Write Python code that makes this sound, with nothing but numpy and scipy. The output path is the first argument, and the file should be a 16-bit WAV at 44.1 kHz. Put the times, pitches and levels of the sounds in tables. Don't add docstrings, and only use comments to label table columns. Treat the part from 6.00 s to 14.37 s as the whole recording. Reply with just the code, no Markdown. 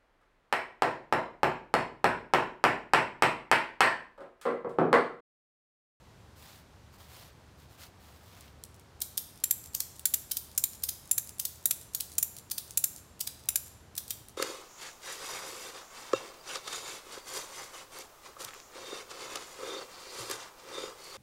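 import sys
import numpy as np
from scipy import signal
from scipy.fft import rfft, irfft
from scipy.io import wavfile
from scipy.ndimage import uniform_filter1d

SR = 44100
rng = np.random.default_rng(int(sys.argv[2]) if len(sys.argv) > 2 else 0)


def unload_audio(sound):
    columns = np.transpose(np.atleast_2d(sound))
    steps = np.round(np.clip(columns, -1, 1) * 32767)
    wavfile.write(sys.argv[1], SR, steps.astype(np.int16))


N = 369116
TIME = np.arange(N) / SR
AGE = np.arange(SR // 20) / SR

# (f/Hz, level/dB)
RUMBLE_SPECTRUM = [(20, -42), (30, -24), (40, -10.5), (50, -4.5), (61, -9), (72, 3.5), (88, -2),
                   (110, -2.5), (150, -6.5), (200, -11.5), (300, -26)]
AIR_SPECTRUM = [(130, -19.5), (220, 0.5), (350, -0.5), (600, -3), (1000, -4.5), (1600, -9), (2500, -13),
                (4500, -15.5), (7000, -19.5), (10000, -24.5), (15500, -29.5), (16200, -53)]
HISS_SPECTRUM = [(3000, -12), (5000, -5), (7000, -4), (10000, -6), (15500, -4), (16200, -30)]
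RASP_SPECTRUM = [(350, -14), (700, 0), (1200, -0.5), (2000, -5.5), (3600, -4), (5000, -7), (7000, -30)]
LEAF_SPECTRUM = [(900, -12), (2000, 0.5), (3500, 0.5), (6000, -4), (10000, -16), (15500, -12)]
# (f/Hz, level/dB)
TICK_SPECTRUM = [(1500, -20), (2800, -8), (4000, -3.5), (6000, 0), (9500, 2), (13000, -3), (15700, -5),
                 (16500, -5.5)]
HANDLE_SPECTRUM = [(700, -17), (1800, -10.5), (2700, -6), (3400, -2), (4200, -2), (5100, 0.5), (8000, -2),
                   (9600, 2.5), (10900, -1.5), (13000, 3), (14300, 4.5), (14800, 1), (15700, -3),
                   (16500, -33)]
LOCK_SPECTRUM = [(600, -22), (1150, -24.5), (1500, -10.5), (2050, -15.5), (2300, -9), (3000, -12.5),
                 (3750, -1.5), (4700, -6.5), (6000, 2), (6600, -1), (11000, 5.5), (14300, 5.5),
                 (15700, 4.5), (16500, -15)]
# (t/s, duration/s, level/dB)
STRAP_DRAWS = [(0.344, .26, -58.5), (.915, 0.043, -61.5), (0.963, 0.11, -59.5), (1.063, 0.22, -57),
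               (1.564, 0.085, -65), (1.677, 0.083, -63), (1.766, 0.1, -54.5), (1.975, 0.25, -64),
               (2.19, .3, -63)]
# (t/s, spread/s, level/dB)
BOOT_SHIFTS = [(.51, 0.056, -60.5), (1.2, 0.084, -60.5), (1.84, .02, -56), (2.41, 0.066, -61)]
# (t/s, level/dB, loss on bouncing/dB)
LIGHT_CLICKS = [(2.4084, -36, 19), (2.6373, -24.5, 28), (2.7432, -38, 5), (2.7955, -38, 15),
                (3.64, -28, -1), (3.9948, -26.5, 15), (4.7336, -25.5, 4), (5.273, -24, 2),
                (5.813, -28.5, 10), (6.118, -28, 11), (6.366, -23.5, 0.5), (6.708, -24, 14),
                (6.962, -26, 8), (7.661, -28.5, 5), (7.9529, -23.5, 17), (8.08, -25.5, 3), (8.285, -31, 10)]
# (delay/s, level/dB)
REFLECTIONS = [(0.0145, -18.5), (.023, -27.5), (.115, -42.5), (.157, -38)]
# (t/s, chatter duration/s, level/dB, brightness/dB)
HANDLE_DROPS = [(3.0174, 0.0026, -32, 0.8), (3.1766, 0.0026, -30.5, 1), (3.7481, 0.0011, -32, 1),
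                (3.8036, 0.001, -31, 0), (4.3144, 0.003, -31, 0.5), (4.369, 0.0029, -33, 2),
                (4.8363, .0023, -32, 2.7), (4.889, 0.0012, -31.5, 0), (5.397, 0.0028, -32.5, 1.3),
                (5.4526, 0.002, -33, 2.2), (5.948, 0.0015, -32.5, 2.5), (6.0048, 0.0039, -33.5, 0.2),
                (6.5134, 0.0031, -32.5, -.4), (6.5807, 0.0034, -34, -1), (7.207, 0.0042, -32.5, .1),
                (7.2721, 0.0042, -34, -3), (7.979, 0.0042, -33.5, -.3), (8.1066, 0.0032, -33.5, 0)]
# (t/s, chatter duration/s, level/dB, brightness/dB, ring level/dB)
LOCK_DROPS = [(3.4378, .0036, -29, -1.8, -28.5), (3.509, 0.0024, -29.5, -0.5, -27.5),
              (4.0545, 0.0039, -25.5, 0.5, -30.5), (4.1383, 0.0046, -26, 0, -32),
              (4.5771, 0.0027, -28, 1.5, -30), (4.6382, 0.0033, -28, 1, -30.5),
              (5.112, 0.0022, -29.5, 1, -25), (5.1794, 0.0042, -28.5, -1, -34),
              (5.6562, 0.0018, -26.5, 3.5, -31), (5.709, 0.0027, -27, -2, -32.5),
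              (6.1816, 0.0034, -28.5, 1.5, -30), (6.2271, 0.0035, -29, 1.5, -30),
              (6.773, 0.0043, -27, 0.5, -29.5), (6.8397, .004, -28, 0, -29),
              (7.4873, 0.0028, -27, -2.5, -31), (7.5571, 0.0031, -27, -2.4, -30.5)]
# (lower f/Hz, upper f/Hz)
CLASH_BANDS = [(0, 3000), (3000, 6500), (6500, 11000), (11000, 17000)]
HANDLE_BAND_DB = [-19, -4, -1, 0]
LOCK_BAND_DB = [-16.5, -7, -0.04, 0]
# (f/Hz, bandwidth/Hz)
WHEEL_MODES = [(7350, 170), (10100, 200), (11930, 380)]
TOOTH_MODE_DB = [(.5, 0, -0.5), (0.029, -8, 4.5)]
# (f/Hz, level/dB, t60/s)
FRAME_MODES = [(7580, -2, .2), (10200, -13, .22), (10685, -7, .24), (11600, -3, .22), (12010, -11, .17),
               (13140, -10.5, .17)]


def from_db(db):
    return 10 ** (np.asarray(db) / 20)


def unit_energy(x):
    return x / np.sqrt(np.sum(x ** 2) + 1e-20)


def noise(spectrum, size, band=(0, SR)):
    hz = np.maximum(np.fft.rfftfreq(size, 1 / SR), 1)
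    point_hz, point_db = np.array(spectrum).T
    gain = from_db(np.interp(np.log(hz), np.log(point_hz), point_db, left=-np.inf, right=-np.inf))
    gain = gain * (hz >= band[0]) * (hz < band[1])
    return unit_energy(irfft(rfft(rng.standard_normal(size)) * gain, size)) * np.sqrt(size)


def flutter(time, step):
    return np.interp(time, time[::step], rng.standard_normal(len(time[::step])))


def add(track, s, sound):
    start = int(round(s * SR))
    track[start:start + len(sound)] += sound[:len(track) - start]


def background(rumble_db, air_db):
    return from_db(rumble_db) * noise(RUMBLE_SPECTRUM, N) + from_db(air_db) * noise(AIR_SPECTRUM, N)


def draw(start_s, length_s, attack_s=0.034, swell_db=5, release_s=.022):
    age = TIME - start_s
    attack = np.clip(age / attack_s, 0, 1)
    swell = from_db(swell_db * (np.sin(np.pi * np.clip(age / length_s, 0, 1)) - 1))
    return attack * swell * np.exp(-np.clip(age - length_s, 0, 1) / release_s)


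def webbing(hiss_db, rasp_db, grain_db, firm_pull_db=-58, rasp_exponent=0.93):
    pull = np.max([from_db(db) * draw(s, length_s) for s, length_s, db in STRAP_DRAWS], axis=0)
    rasp_envelope = from_db(firm_pull_db) * (pull / from_db(firm_pull_db)) ** rasp_exponent
    grain = from_db(grain_db * flutter(TIME, step=70))
    hiss = pull * from_db(hiss_db) * noise(HISS_SPECTRUM, N)
    rasp = rasp_envelope * from_db(rasp_db) * noise(RASP_SPECTRUM, N)
    return grain * (hiss + rasp)


def leaves(crackle_db):
    weight = sum(from_db(db) * np.exp(-.5 * ((TIME - s) / spread_s) ** 2)
                 for s, spread_s, db in BOOT_SHIFTS)
    cracks = from_db(crackle_db * np.minimum(flutter(TIME, step=40), 2.5))
    return weight * unit_energy(cracks * noise(LEAF_SPECTRUM, N)) * np.sqrt(N)


def touches(bounce_s=0.019, take_up_s=.0135, take_up_db=-27.5, grip_lead_s=(.015, .1), grip_db=-35.5):
    clicks = [(s, db) for s, db, _ in LIGHT_CLICKS]
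    bounces = [(s + bounce_s, db - loss_db) for s, db, loss_db in LIGHT_CLICKS]
    take_ups = [(s - take_up_s, take_up_db) for s, *_ in HANDLE_DROPS[::2]]
    grips = [(s - rng.uniform(*grip_lead_s), grip_db) for s, *_ in LOCK_DROPS[::2] for _ in range(3)]
    return clicks + bounces + take_ups + grips


def chatter(length_s, t60, bounce_db, rise_s=0.00027):
    decay_db = -60 * np.maximum(AGE - length_s, 0) / t60
    return np.minimum(AGE / rise_s, 1) * from_db(bounce_db * flutter(AGE, step=24) + decay_db)


def light_ticks(level_db, t60, rebound_db, rebound_s, rebounds=3):
    out = np.zeros(N)
    for s, db in touches():
        envelope = chatter(0.00066, t60, bounce_db=5.5)
        for delay in rng.uniform(0.0022, rebound_s, rebounds):
            add(envelope, delay, from_db(rebound_db) * chatter(0.00032, t60 / 2, bounce_db=2.0))
        add(out, s, from_db(db + level_db) * woods(envelope * noise(TICK_SPECTRUM, len(AGE))))
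    return out


def woods(click, near_db=-17, near_t60=0.15, far_db=-13, far_t60=0.79, treble_t60=0.35,
          echo_t60=0.012, blur_hz=230):
    size = SR // 2
    age = np.arange(size) / SR
    power = uniform_filter1d(np.abs(rfft(click, size)) ** 2, int(blur_hz * size / SR) + 1)
    near_spectrum, far_spectrum = np.sqrt(np.abs(power)) * rfft(rng.standard_normal((2, size)))
    onset = np.clip((age - .003) / 0.0029, 0, 1)
    near_decay, far_decay, treble_decay = (unit_energy(onset * from_db(-60 * age / t60))
                                           for t60 in (near_t60, far_t60, treble_t60))
    near = near_decay * irfft(near_spectrum, size)
    treble = 1 / (1 + (9000 / np.maximum(np.fft.rfftfreq(size, 1 / SR), 1)) ** 4)
    far = far_decay * irfft(far_spectrum * (1 - treble), size)
    far += treble_decay * irfft(far_spectrum * treble, size)
    out = from_db(near_db) * near + from_db(far_db) * far
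    for delay, db in REFLECTIONS:
        rough_face = unit_energy(from_db(-60 * AGE / echo_t60) * rng.standard_normal(len(AGE)))
        add(out, delay, from_db(db) * signal.fftconvolve(click, rough_face))
    add(out, 0, click)
    return out


def scrape(spectrum, length_s):
    return unit_energy(chatter(length_s, t60=.02, bounce_db=5) * noise(spectrum, len(AGE)))


def clash(envelope, spectrum, level_db, balance_db, brightness_db):
    band_db = level_db + np.array(balance_db) + brightness_db * np.linspace(-1, 1, len(CLASH_BANDS))
    return sum(from_db(db) * unit_energy(envelope * noise(spectrum, len(AGE), band))
               for band, db in zip(CLASH_BANDS, band_db))


def handle_pawl(level_db, scrape_db, scrape_s, t60, bounce_db):
    out = np.zeros(N)
    for s, length_s, clash_db, brightness_db in HANDLE_DROPS:
        envelope = chatter(length_s, t60, bounce_db)
        snap = clash(envelope, HANDLE_SPECTRUM, clash_db, HANDLE_BAND_DB, brightness_db)
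        add(out, s, woods(snap, near_db=-12.5, far_db=-9))
        add(out, s - scrape_s, from_db(clash_db + scrape_db) * scrape(HANDLE_SPECTRUM, scrape_s))
    return from_db(level_db) * out


def lock_pawl(level_db, wheel_db, frame_db, scrape_db, scrape_s, t60, bounce_db):
    out = np.zeros(N)
    for tooth, (s, length_s, clash_db, brightness_db, ring_db) in enumerate(LOCK_DROPS):
        envelope = chatter(length_s, t60, bounce_db)
        snap = clash(envelope, LOCK_SPECTRUM, clash_db, LOCK_BAND_DB, brightness_db)
        for (hz, width_hz), mode_db in zip(WHEEL_MODES, TOOTH_MODE_DB[tooth % 2]):
            snap += from_db(ring_db + mode_db + wheel_db) * wheel_ring(envelope, hz, width_hz)
        add(out, s, woods(snap))
        add(out, s, from_db(ring_db + frame_db) * frame_ring(spread_db=4))
        add(out, s - scrape_s, from_db(clash_db + scrape_db) * scrape(LOCK_SPECTRUM, scrape_s))
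    return from_db(level_db) * out


def wheel_ring(envelope, hz, width_hz):
    force = envelope * rng.standard_normal(len(AGE))
    radius = np.exp(-np.pi * width_hz / SR)
    feedback = [1, -2 * radius * np.cos(2 * np.pi * hz / SR), radius * radius]
    return unit_energy(signal.lfilter([1, 0, -1], feedback, force))


def frame_ring(spread_db):
    age = np.arange(SR // 4) / SR
    hz, mode_db, t60 = np.array(FRAME_MODES).T[:, :, None]
    strength = from_db(mode_db + spread_db * rng.standard_normal(hz.shape) - 60 * age / t60)
    phase = 2 * np.pi * (hz * age + rng.random(hz.shape))
    return unit_energy(np.sum(strength * np.sin(phase), axis=0))


def scene():
    ambience = background(rumble_db=-58.0, air_db=-60.5)
    strap = webbing(hiss_db=-1.5, rasp_db=-1.1, grain_db=2.6)
    boots = leaves(crackle_db=6.5)
    rattle = light_ticks(level_db=-14, t60=.011, rebound_db=-9, rebound_s=0.016)
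    returns = handle_pawl(level_db=26.0, scrape_db=-9.0, scrape_s=.0035, t60=0.021, bounce_db=5.0)
    strokes = lock_pawl(level_db=26.0, wheel_db=-0.5, frame_db=-25, scrape_db=-21, scrape_s=0.0009,
                        t60=.022, bounce_db=2.5)
    return (ambience + strap + boots + rattle + returns + strokes)[None]


def record(dry):
    return signal.sosfilt(signal.ellip(10, .2, 80, 16000, fs=SR, output="sos"), dry)


dry = scene()
out = record(dry)
unload_audio(out)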